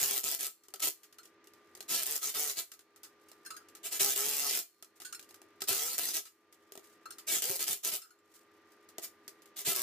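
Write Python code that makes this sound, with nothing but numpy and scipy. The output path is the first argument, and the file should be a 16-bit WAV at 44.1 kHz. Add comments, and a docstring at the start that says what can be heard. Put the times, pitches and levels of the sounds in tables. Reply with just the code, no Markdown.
"""A cordless drill is already hammering on a tight nut of a bicycle sprocket, over a fan's hum and faint rubbing.
It goes on in short trigger pulls to the end: noise rasps as gears, uneven bursts knock or fall into a buzz.
Between pulls the socket ticks from 0.6 s (noise bursts ringing steel) and a spanner clinks from 1.2 s (ringing modes).
From 4.9 s a hand slides over the wheel three times. The small workshop adds a short tail to all but the fan.
The recorder's gain starts turned down, ducks under each burst and lets the hum swell back."""
import sys
import numpy as np
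from scipy import signal
from scipy.fft import rfft, irfft
from scipy.io import wavfile
from scipy.ndimage import uniform_filter1d

SR = 44100
rng = np.random.default_rng(int(sys.argv[2]) if len(sys.argv) > 2 else 0)


def output_pcm(signal):
    """Save a mono or channel-first signal as 16-bit PCM at the path in sys.argv[1].

    Samples are clipped to [-1, 1] before scaling.
    """
    pcm = np.clip(np.atleast_2d(signal).T, -1, 1) * 32767
    wavfile.write(sys.argv[1], SR, np.round(pcm).astype(np.int16))


N = 433062
TIME = np.arange(N) / SR
# Event levels are set ahead of filters, room and gain control; spectra give a relative balance.


def from_db(db):
    """Decibels to an amplitude factor."""
    return 10 ** (np.asarray(db) / 20)


def rms_one(x):
    """Scale to an rms of 1 over all channels."""
    return x / np.sqrt(np.mean(x ** 2) + 1e-20)


def energy_one(x):
    """Scale each channel to a total energy of 1."""
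    return x / np.sqrt(np.sum(x ** 2, axis=-1, keepdims=True) + 1e-20)


def between(ends, share):
    """The value a share of the way from the first end to the second."""
    return ends[0] + (ends[1] - ends[0]) * np.clip(share, 0, 1)


def at_hz(points, hz):
    """Read a curve off its points, along a logarithmic frequency axis."""
    point_hz, values = np.array(points)[:, 0], np.array(points)[:, 1]
    return np.interp(np.log(hz + 1), np.log(point_hz), values)


def add(track, s, sound):
    """Mix a sound into a track from time s on."""
    start = max(round(s * SR), 0)
    part = sound[..., :max(N - start, 0)]
    track[..., start:start + part.shape[-1]] += part


def through(x, response):
    """Play a signal through an impulse response, channel by channel."""
    return signal.oaconvolve(np.atleast_2d(x), np.atleast_2d(response), axes=1)[:, :N]


def high_pass(x, order, hz):
    """Roll off the bottom below a corner frequency."""
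    return signal.sosfilt(signal.butter(order, hz, "high", fs=SR, output="sos"), x)


def colour(x, spectrum, size=4096):
    """Causal (minimum-phase) filter with the given spectrum; white noise keeps its level."""
    gains = from_db(at_hz(spectrum, np.fft.rfftfreq(size, 1 / SR)))
    cepstrum = irfft(np.log(gains))
    fold = 1 + np.sign(size / 2 - np.arange(size))
    fold[0] = 1
    return through(x, energy_one(irfft(np.exp(rfft(cepstrum * fold)))))


def drift(rate):
    """Smooth chance with rms 1, heading for a new random value rate times a second."""
    knots = rng.standard_normal(4096)
    return rms_one(np.interp(TIME * rate, np.arange(len(knots)), knots))


def resonate(x, hz, width_hz):
    """A two-pole resonance with gain 1 on top."""
    r = np.exp(-np.pi * width_hz / SR)
    feedback = [1, -2 * r * np.cos(2 * np.pi * hz / SR), r * r]
    return signal.lfilter(np.array([1, 0, -1]) * (1 - r * r) / 2, feedback, x)


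def struck(modes):
    """Modes (frequency [Hz], level [dB], t60 [s]) ring after a blow of random balance; energy 1."""
    t = TIME[:SR // 4]
    ring = 0
    for hz, db, t60 in modes:
        envelope = from_db(db + rng.normal(0, 5.0) - 60 * t / t60)
        ring = ring + envelope * np.sin(2 * np.pi * hz * t) * rng.choice([-1, 1])
    return energy_one(ring)


def crunch(decay_s, build=0.043):
    """A contact of many tiny ones: noise building and dying away; two channels, energy 1 each."""
    t = TIME[:SR // 8]
    envelope = np.exp(-t / decay_s) * (1 - np.exp(-t / (build * decay_s)))
    return energy_one(rng.standard_normal((2, len(t))) * envelope)


def blow(db):
    """Size of a blow whose level over a fiftieth of a second is db."""
    return from_db(db) * np.sqrt(SR / 50)


def widen(pair, side_db=-6.0, treble_db=0.5, treble_hz=4000):
    """Two unrelated signals become left and right, with the treble spread widest."""
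    treble = high_pass(pair[1], 1, treble_hz)
    side = from_db(side_db) * (pair[1] + from_db(treble_db) * treble)
    return (pair[0] + side * [[1], [-1]]) / np.sqrt(1 + from_db(2 * side_db))


# Trigger pulls: (start [s], stop [s], level [dB], load [0 = nut spins freely, 1 = tight, drill hammers])
PULLS = [(-.1, 0.181, -15, 0.96), (0.231, 0.351, -19, 0.72), (0.385, 0.464, -21, 0.54),
         (0.794, 0.806, -36.5, 0.66), (0.815, 0.881, -22.5, 0.41), (1.879, 2.004, -26.5, 0.064),
         (2.012, 2.034, -26, 0.58), (2.056, 2.168, -23, 1), (2.209, 2.3, -25, 0.33),
         (2.337, 2.51, -21.5, 0.46), (2.553, 2.594, -20, 0.16), (3.829, 3.864, -34, 0.11),
         (3.907, 3.969, -33.5, 0.35), (3.992, 4.133, -18.5, 0.54), (4.151, 4.595, -17, 0.52),
         (5.672, 5.947, -25, 0.33), (5.976, 6.108, -21, 0.66), (6.123, 6.176, -19.5, 0.31),
         (7.266, 7.381, -25, 0.042), (7.417, 7.559, -22.5, 0.68), (7.588, 7.632, -19.5, 0.64),
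         (7.663, 7.735, -18.5, 0.53), (7.829, 7.891, -20, .3), (7.916, 7.952, -19.5, 0.9),
         (9.015, 9.042, -40, 0.29), (9.559, 9.61, -41.5, 0.44), (9.644, 9.726, -24.5, 0.15),
         (9.747, 9.815, -23, 0.94)]
# What the load does to a pull: (free nut, tight nut)
SPIN_UP_S = (0.087, 0.0015)
SWELL_DB = (0.5, 0)   # change of level from start to stop
# Free motor speed, the share it lacks as a pull starts, and how fast it catches up
MOTOR_HZ, MOTOR_SAG, MOTOR_RISE_S = 340.1, .13, .02
# On release the motor is braked at once, while the gears coast on quietly
BRAKE_S, COAST_DB, COAST_S = 0.018, -25.5, 0.059


def trigger():
    """Loudness, load and motor speed: a free nut lets the drill swell in, a tight one brings it in at once."""
    loud, loads, motor_hz = np.zeros((3, N))
    for start, stop, db, load in PULLS:
        now = slice(max(int(start * SR), 0), min(int((stop + 1) * SR), N))
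        t, length = TIME[now] - start, stop - start
        spin_up_s = np.exp(between(np.log(SPIN_UP_S), load))
        released_s = np.clip(t - length, 0, 1)
        coast = from_db(COAST_DB) * np.exp(-released_s / COAST_S)
        run_down = np.maximum(np.exp(-released_s / BRAKE_S), coast)
        swell_db = between(SWELL_DB, load) * (np.minimum(t / length, 1) - .5)
        pull = np.clip(t / spin_up_s, 0, 1) * run_down * from_db(db + swell_db)
        loud[now] = np.maximum(loud[now], pull)
        loads[now] = load
        motor_hz[now] = MOTOR_HZ * (1 - MOTOR_SAG * np.exp(-t / MOTOR_RISE_S))
    return loud, loads, motor_hz


# Stretches in which the hammer falls into an even beat: (start [s], stop [s], evenness [0-1])
HAMMERING = [(.01, 0.167, 0.8), (2.065, 2.194, .8), (2.253, 2.314, 0.7), (2.361, 2.536, 0.83),
             (4.014, 4.101, 0.88), (4.166, 4.491, 1), (5.73, 5.937, 0.67), (6.021, 6.109, .4),
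             (7.44, 7.567, 0.79), (7.68, 7.731, 0.54), (9.758, 9.9, 1)]
SETTLE_S = 0.025   # time the hammer needs to find or lose its beat


def beat():
    """How evenly the hammer beats over time, 0-1."""
    total = 0
    for start, stop, even in HAMMERING:
        inside_s = np.minimum(TIME - start, stop - TIME)
        total = total + even * np.clip(inside_s / SETTLE_S + .5, 0, 1)
    return np.clip(total, 0, 1)


def hammer(angle, decay_s=0.00097, uneven_db=7.5, tint_db=1.0, split_hz=9500):
    """One sharp noise burst a turn, each of its own strength and brightness; two channels, rms 1."""
    blows = np.diff(np.floor(angle), prepend=0) * from_db(uneven_db * np.clip(rng.standard_normal(N), -2, 1))
    out = 0
    for half in "low", "high":
        sizes = blows * from_db(tint_db * np.clip(rng.standard_normal(N), -2, 1))
        envelope = signal.lfilter([1], [1, -np.exp(-1 / (decay_s * SR))], sizes + 1e-18)
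        bursts = envelope * rng.standard_normal((2, N))
        out = out + signal.sosfilt(signal.butter(2, split_hz, half, fs=SR, output="sos"), bursts)
    return widen(rms_one(out))


def turning(angle, change_rate, count, size=4096):
    """The same rough surfaces meet on every turn: count harmonics whose balance keeps shifting; rms 1."""
    harmonics = np.exp(2j * np.pi * rng.random((3, count)))
    patterns = irfft(np.pad(harmonics, ((0, 0), (1, 0))), size)
    weights = np.array([drift(change_rate) for _ in patterns])
    mixed = np.sum(weights * patterns[:, (angle * size).astype(int) % size], axis=0)
    return rms_one(mixed / np.sqrt(np.sum(weights ** 2, axis=0) + .5))


def shudder(x, shift_db=4.5, lowest_hz=900, highest_hz=7500, width_share=0.053, count=24):
    """Tool and wheel shake against each other: narrow resonances swell and drop out within the rasp."""
    for hz in np.geomspace(lowest_hz, highest_hz, count):
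        swing = from_db(shift_db * np.clip(1.3 * drift(24) - .5, -4, 1.6)) - 1
        x = x + swing * resonate(x, hz, width_share * hz)
    return x


def glance(x, echo_db=-12.0, path_s=.004, sway_s=.00016, count=3):
    """Echoes off the turning sprocket: their paths keep changing, and the colour shifts with them."""
    out = x.copy()
    for k in range(count):
        lag_s = path_s * (k + 1) / count + sway_s * drift(9.9)
        source = np.clip(np.round((TIME - lag_s) * SR).astype(int), 0, N - 1)
        out += (-1) ** k * from_db(echo_db) * x[:, source]
    return out / np.sqrt(1 + count * from_db(2 * echo_db))


# Sprocket resonances that the socket rattles: (frequency [Hz], width [Hz], level [dB])
SPROCKET = [(770, 150, 1), (1297, 51, 11.5), (1550, 130, 2), (1950, 120, 4), (2780, 210, -5),
            (2840, 230, 1), (3040, 350, 1.5), (3380, 1100, 1), (4140, 440, 0), (4840, 270, 7.5),
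            (5590, 74, -9), (6680, 440, 0)]


def sprocket(force, shift_db=7.5):
    """As the socket wobbles on its nut, now one resonance is driven harder, now another."""
    rings = 0
    for hz, width, db in SPROCKET:
        drive = from_db(db + shift_db * np.clip(drift(22), -2, 2))
        rings = rings + resonate(force * drive, hz, width)
    return rms_one(rings) * np.sqrt(np.mean(force ** 2))


# The hammer's buzz: (multiple of the hammer rate, level [dB])
HAMMER_ORDERS = [(1, -19), (2, -7.5), (3, 4.5), (4, -6.5), (5, -1.5), (6, -2.5), (7, -9.5), (8, -1.5),
                 (9, -6), (10, -9.5), (11, -14), (12, -10), (13, -1), (14, -5.5)]


def buzz(angle, waver_db=3.0):
    """The blows shake housing and wheel alike on every turn: a stack of wavering harmonics; rms 1."""
    stack = 0
    for order, db in HAMMER_ORDERS:
        level = from_db(db + waver_db * drift(12))
        stack = stack + level * np.sin(2 * np.pi * (round(order) * angle + rng.random()))
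    return rms_one(stack)


# Spectrum of the motor's whirr: (frequency [Hz], level [dB])
WHIRR = [(150, -5), (320, -5), (650, 0), (960, -4), (1300, -1.5), (2000, 0.5), (3000, 5.5), (5000, 1),
         (8000, -5.5), (15000, -11.5)]


def whirr(motor_hz, wobble=.015, change_rate=14):
    """Motor and gear train sing as shifting harmonics of the motor's wobbling speed."""
    angle = np.cumsum(motor_hz * (1 + wobble * drift(25))) / SR
    return colour(turning(angle, change_rate, count=42), WHIRR)


# Hammer rate before its wander: (time [s], rate [blows per s])
SPEED = [(0, 134), (.05, 136), (.12, 133), (.17, 142), (1.93, 135), (2.06, 115), (2.11, 154), (2.17, 144),
         (2.28, 142), (2.39, 146), (2.44, 150), (2.5, 139), (2.57, 133), (4.0, 132), (4.06, 138),
         (4.17, 132), (4.24, 140), (4.3, 145), (4.44, 142), (4.5, 135), (4.56, 128), (5.68, 150),
         (5.75, 162), (5.8, 145), (5.86, 158), (5.91, 173), (5.97, 152), (6.16, 144), (7.42, 150),
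         (7.45, 155), (7.51, 184), (7.56, 174), (7.62, 125), (7.71, 148), (9.7, 124), (9.8, 124)]
# Spectrum of the gear rasp: (frequency [Hz], level [dB per Hz])
GEARS = [(30, -51.5), (100, -18), (250, -10.5), (600, -30.5), (1000, -32), (1500, -12), (2200, -3),
         (3200, -3), (4500, 0.5), (7000, 3.5), (9800, 1.5), (12500, 3), (15000, 0)]
# Spectrum of the hammer's knocks: (frequency [Hz], level [dB per Hz])
KNOCK_COLOUR = [(100, -30.5), (1000, -13), (3000, -15.5), (5000, -6.5), (7300, -0.5), (9800, -4),
                (12500, -0.5), (15000, 0.5)]
# Drill housing resonances: (frequency [Hz], width [Hz], level [dB])
HOUSING = [(300, 120, -15), (405, 48, 0.5), (727, 98, -7), (1240, 95, -11)]
STUMBLE = (.11, .007)   # share by which the hammer rate wanders: (off the beat, on the beat)
# By load, (free nut, tight nut): knocks against teeth before knock_db, then levels relative to the pull
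KNOCK_STRENGTH = (0.27, 1.1)
RATTLE_DB, BUZZ_DB, WHIRR_DB = (-12.5, -12.5), (-11, -15.5), (-10, -14.5)
DRONE_DB = (-18, -20)   # off the beat


def drill(knock_db=3.0, grit_db=3.0, rasp_db=2.43, clatter_db=-7.5, beat_drone_db=-6.5):
    """Gears rasp, the motor whirrs, the hammer stumbles or buzzes, the sprocket rattles, the housing drones."""
    loud, load, motor_hz = trigger()
    even = beat()
    wander = np.exp(between(np.log(STUMBLE), even)) * drift(70)
    angle = np.cumsum(np.interp(TIME, *np.transpose(SPEED)) * (1 + wander)) / SR   # turns, one blow each
    grit = from_db(grit_db * uniform_filter1d(rng.standard_normal(N), size=25) * np.sqrt(25))

    # Under load, more of the motor's effort goes into the knocks
    share = between(KNOCK_STRENGTH, load) * from_db(knock_db)
    effort = loud / np.sqrt(1 + share ** 2)
    knocks = effort * share * hammer(angle)
    teeth = effort * widen(rms_one(grit * rng.standard_normal((2, N))))
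    clatter = effort * even * from_db(clatter_db) * turning(angle, 12, count=50)
    rasp = colour(shudder(glance(teeth + clatter)), GEARS) + colour(knocks, KNOCK_COLOUR)

    shaking = widen(rms_one(grit * rng.standard_normal((2, N))))
    rattle = sprocket(loud * from_db(between(RATTLE_DB, load)) * shaking)

    impulse = signal.unit_impulse(SR // 8)
    housing = 0
    for k, (hz, width, db) in enumerate(HOUSING):
        housing = housing + (-1) ** k * from_db(db) * resonate(impulse, hz, width)
    drone_db = between(DRONE_DB, load) + beat_drone_db * even
    drone = through((teeth + knocks) * from_db(drone_db), energy_one(housing))

    # The even beat trades the whirr for the buzz
    buzzing = even * from_db(between(BUZZ_DB, load)) * buzz(angle)
    whirring = (1 - even) * from_db(between(WHIRR_DB, load)) * whirr(motor_hz)
    return from_db(rasp_db) * rasp + rattle + drone + loud * (buzzing + whirring)


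# Likeness of the two channels: (frequency [Hz], likeness [0-1])
LIKENESS = [(30, 0.14), (130, 0.9), (350, 0.94), (700, 0.83), (2000, 0.7), (5000, 0), (15000, .45)]
# Spectrum of the moving air: (frequency [Hz], level [dB per Hz])
FAN_AIR = [(30, -34.5), (60, -46), (90, -6.5), (130, -19.5), (240, -7), (370, -4), (520, -6.5), (750, -12),
           (1200, -9), (1900, -9.5), (3000, -17), (6000, -23.5), (11000, -53), (15000, -58)]
# Fan tones: (frequency [Hz], level [dB], width of the pitch wander [Hz])
FAN_TONES = [(236, -89.5, 35), (320, -74, 5.964), (340, -74, 7.5), (411.5, -71, 5.89), (514, -89, 11),
             (1196, -71, 7), (1910, -81, 4.5)]
FAN_DB = -66   # moving air


def fan():
    """Moving air is noise partly alike in both channels; the hum is a set of sines with wavering pitch."""
    alike = np.clip(at_hz(LIKENESS, np.fft.rfftfreq(2 * SR, 1 / SR)), 0, 1)
    layers = []
    for part in (1 + alike, 1 - alike):   # mid, then side
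        kernel = np.fft.fftshift(irfft(np.sqrt(part / 2)))[SR - 128:SR + 128]
        layers.append(through(rng.standard_normal(N), kernel))
    mid, side = layers
    air = from_db(FAN_DB) * colour(mid + side * [[1], [-1]], FAN_AIR)
    tones = 0
    for hz, db, width in FAN_TONES:
        phase = 2 * np.pi * np.cumsum(hz + width / 2 * drift(25)) / SR
        tones = tones + from_db(db) * np.sqrt(2) * np.sin(phase)
    return air + tones


# A hand slides over the wheel: (start [s], length [s], level [dB])
RUBS = [(4.939, 0.058, -56), (6.796, 0.21, -63), (8.255, 0.21, -68.5)]
# Spectrum of light contact, for rubs, ticks and scrapes: (frequency [Hz], level [dB per Hz])
TICK_COLOUR = [(100, -15.5), (600, -24.5), (1500, 0), (3000, 0.5), (5000, 3.5), (7500, 5), (10000, 1.5),
               (13000, 3), (15000, 0)]
RUSTLE_DB = -78   # constant faint rubbing


def handling():
    """Hands and tools rub on the wheel: noise under fluctuating pressure, stronger when a hand slides."""
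    effort = np.full(N, from_db(RUSTLE_DB))
    for s, length, db in RUBS:
        add(effort, s, from_db(db) * np.hanning(int(length * SR)))
    pressure = from_db(3 * drift(7) + 5 * np.clip(drift(150), -2, 2))
    return colour(effort * widen(rms_one(pressure * rng.standard_normal((2, N)))), TICK_COLOUR)


# The drill jolts the wheel as a nut takes load: (time [s], level [dB])
JOLTS = [(0.021, -37), (.245, -39.5), (.398, -45.5), (1.909, -51), (2.36, -46), (2.566, -51), (4.0, -39),
         (4.268, -36), (4.565, -56), (5.7, -41.5), (7.492, -35), (7.69, -40.5), (7.925, -43), (9.671, -38)]
# The wheel's dull modes: (frequency [Hz], level [dB], t60 [s])
WHEEL = [(170, -29.5, .05), (253, -19, .05), (350, -0.5, 0.015), (385.5, 5.5, 0.16), (416, -0.5, .06),
         (480, -18, .06), (560, -9.5, .025), (660, 0.5, 0.037), (764, 1, .025), (930, -8.5, 0.029),
         (1260, -17, .025)]
JOLT_DECAY_S = 0.025


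def jolts(thump_hz=125, thump_width_hz=70, thump_db=-2.5, wheel_db=5.5, lowest_hz=70):
    """Dull thumps through tyre and frame, which also set the wheel droning."""
    push = np.zeros((2, N))
    for s, db in JOLTS:
        add(push, s, blow(db) * crunch(JOLT_DECAY_S))
    push = widen(push)
    frame = energy_one(resonate(signal.unit_impulse(SR // 8), thump_hz, thump_width_hz))
    thumps = from_db(thump_db) * through(push, frame)
    drone = from_db(wheel_db) * through(push, struck(WHEEL))
    return high_pass(thumps + drone, 1, lowest_hz)


# Socket touching nuts and sprocket: (time [s], level [dB], firmness [0 = glancing scrape, 1 = square hit])
TOUCHES = [(.636, -49, 0.25), (.684, -45, 0.83), (0.7388, -31.5, 0.7), (1.033, -44, 0.12),
           (1.126, -50.5, 0.6), (1.1853, -50.5, 0.59), (1.232, -51, 0.17), (1.472, -54, 0.76),
           (1.255, -51.5, 0.61), (1.442, -60.5, .5), (1.5356, -58.5, 0.72), (1.751, -48, 0.79),
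           (1.774, -54, 1), (1.806, -40, 0.67), (2.717, -33.5, 0.4), (2.792, -45.5, 0.49),
           (2.961, -51, 0.47), (3.033, -41.5, 0.035), (3.286, -55.5, 0.27), (3.3162, -52, 0.83),
           (3.686, -55, 0.4), (3.751, -47, 0.41), (4.8253, -37, 0.66), (5.001, -42, 0.34),
           (5.1944, -44, 0.63), (5.227, -50, 0.5), (5.29, -53, 0.21), (5.309, -54, 0.79),
           (5.3432, -49.5, 0.57), (5.417, -54.5, 0.97), (5.019, -40.5, 0.64), (5.606, -42, 0.1),
           (5.619, -30.5, 0.69), (6.254, -33, 0.082), (6.526, -51, 0.37), (6.721, -45.5, 0.89),
           (6.754, -48.5, 1), (6.7754, -45.5, 1), (6.841, -56.5, 0.21), (7.184, -43.5, 0.21),
           (8.7196, -62, .6), (8.8885, -53.5, 0.35), (8.983, -38.5, 0.93), (9.2791, -41.5, 0.7),
           (9.42, -57, 0.56), (9.458, -56.5, 0.66)]
REBOUND_DB = (-4.5, -12)   # relative to the touch: (glancing, square)
REBOUND_S, REBOUND_SCATTER = 0.015, 0.37   # mean delay, and the share by which it varies


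def contacts():
    """Rows (time [s], level [dB], firmness) of every contact: each touch has a weaker rebound."""
    rebounds = []
    for s, db, firm in TOUCHES:
        delay_s = REBOUND_S * (1 + REBOUND_SCATTER * rng.uniform(-1, 1))
        rebounds.append((s + delay_s, db + between(REBOUND_DB, firm), firm))
    return list(TOUCHES) + rebounds


# What firmness does to a contact: (glancing, square)
CONTACT_S = (0.017, 0.0032)
CRACK_DB, THUD_DB = (-15.5, -9.5), (-46.5, -4)   # steel crack and wheel thud, relative to the contact
STEEL_T60_S = .035


def socket(tick_db=-6.5, steel_db=-16.0, vary_db=7.5, lowest_hz=170, crack_s=0.0003):
    """Each contact is a crack and tick of noise, a sprocket ring that varies by spot, and a wheel thud."""
    ticks, rings, thuds = np.zeros((2, N)), np.zeros((2, N)), np.zeros(N)
    for s, db, firm in contacts():
        decay_s = np.exp(between(np.log(CONTACT_S), firm))
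        tick = blow(db + tick_db) * crunch(decay_s)
        crack = blow(db + between(CRACK_DB, firm)) * crunch(crack_s)
        add(ticks, s, tick + crack)
        modes = [(hz, mode_db + rng.normal(0, vary_db), STEEL_T60_S) for hz, _, mode_db in SPROCKET]
        steel = struck(modes)
        add(rings, s, blow(db + steel_db) * energy_one(through(crunch(decay_s), steel)))
        add(thuds, s, blow(db + between(THUD_DB, firm)) * struck(WHEEL))
    return widen(colour(ticks, TICK_COLOUR) + rings) + high_pass(thuds, 2, lowest_hz)


# Spanner slipping on a nut: (time [s], pitch [Hz], ring level [dB], scrape level [dB], slip decay [s])
CLINKS = [(1.184, 1420, -54, -55.5, 0.0088), (3.449, 1656, -57, -60, 0.026), (3.46, 1560, -51, -52, 0.0099),
          (3.5043, 1293, -47, -49.5, 0.012), (3.515, 1299, -52.5, -72, 0.0065),
          (3.542, 1310, -52.5, -66, 0.0087), (3.565, 1513, -54.5, -53.5, 0.01),
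          (3.605, 1400, -62, -78, .014), (5.0477, 1490, -46, -44.5, 0.022),
          (5.1253, 1360, -46.5, -45.5, 0.007), (5.147, 1337, -55, -47.5, 0.0061),
          (7.056, 1320, -46, -58, 0.0072), (7.1055, 1390, -55, -51.5, 0.0077),
          (7.121, 1415, -69, -59, 0.012), (8.017, 1401, -48, -43, 0.016), (8.04, 1421, -49, -67, 0.027),
          (8.105, 1444, -54, -59.5, 0.009), (8.187, 1313, -72, -74, 0.0055)]
# Bending modes, damped by the hand: (multiple of the pitch, level [dB], t60 [s])
SPANNER_LOW = [(.88, -3, .03), (.95, 0.5, .05), (1, 5.5, 0.081), (1.07, -1, .05), (1.16, -7.5, .07),
               (2.08, 5, .04), (3.1, 7, 0.043)]
# Bright upper modes: (frequency [Hz], level [dB], t60 [s])
SPANNER_HIGH = [(2720, -10.5, 0.09), (3030, -5.5, 0.01), (4247, -4, 0.078), (5064, 1, 0.027),
                (5330, -4, 0.032), (6580, 1, 0.036), (7350, 4, 0.057), (8900, 1, 0.049),
                (9700, -16.5, 0.01), (10970, -0.5, .04)]


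def spanner(bright_db=1.0, hiss_db=1.5, catch_db=-0.5, focus_hz=500):
    """A jerky scrape sets the spanner ringing; the pitch of its bending modes depends on how it is held."""
    rings, scrapes = np.zeros((2, 2, N))
    for s, pitch, ring_db, scrape_db, slip_s in CLINKS:
        slip = crunch(slip_s)
        jerks = uniform_filter1d(rng.standard_normal(slip.shape[1]), size=81) * np.sqrt(81)
        slip = energy_one(slip * from_db(catch_db * jerks))
        low_modes = [(pitch * ratio, db, t60) for ratio, db, t60 in SPANNER_LOW]
        bending = resonate(struck(low_modes), pitch, focus_hz)
        bright = struck(SPANNER_HIGH)
        for ring, level_db in (bending, ring_db), (bright, scrape_db + bright_db):
            add(rings, s, blow(level_db) * energy_one(through(slip, ring)))
        add(scrapes, s, blow(scrape_db + hiss_db) * slip)
    return widen(rings + colour(scrapes, TICK_COLOUR))


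def sing(x, sing_hz=4300, spread_hz=55, sing_db=-14.0, width_hz=2.4):
    """Three close, lightly damped modes of the steel disc sing on faintly after the tool has stopped."""
    modes = sum(resonate(x, sing_hz + k * spread_hz, width_hz) for k in (-1, 0, 1))
    return x + from_db(sing_db) * modes


ROOM_T60_S, ROOM_DB = 0.17, -8.5


def workshop(x, lag_count=1):
    """Direct sound, one sample later on the right, and the room's short tail of decaying noise."""
    t = TIME[:SR // 2]
    direct = np.array([signal.unit_impulse(len(t)), signal.unit_impulse(len(t), lag_count)])
    decay = from_db(-60 * t / ROOM_T60_S) * (t > .003)
    tail = energy_one(rng.standard_normal((2, len(t))) * decay)
    return through(x, energy_one(direct + from_db(ROOM_DB) * tail))


def scene():
    """Tools and wheel sound in the workshop; the fan is laid in without the room."""
    steel = sing(drill() + socket())
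    return workshop(steel + jolts() + spanner() + handling()) + fan()


def gain_control(x, threshold_db=-44.5, slope=0.58, attack_s=0.066, release_s=0.26, held_db=15.0, size=64):
    """Gain falls quickly when the level passes the threshold and creeps back; it starts turned down."""
    power = uniform_filter1d(np.mean(x ** 2, axis=0), size=441)
    level_db = 10 * np.log10(np.maximum(power, 1e-12))[::size]
    cut_db, cuts = held_db, []
    for wanted in slope * np.maximum(level_db - threshold_db, 0):
        cut_db += (wanted - cut_db) * size / SR / (attack_s if wanted > cut_db else release_s)
        cuts.append(cut_db)
    return x * from_db(-np.interp(TIME, TIME[::size], cuts))


CUTOFF_HZ = 15200


def record(dry):
    """Gain control, then a steep low-pass takes off the top."""
    low_pass = signal.ellip(10, .1, 70, CUTOFF_HZ, fs=SR, output="sos")
    return signal.sosfilt(low_pass, gain_control(dry))


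dry = scene()
out = record(dry)
output_pcm(out)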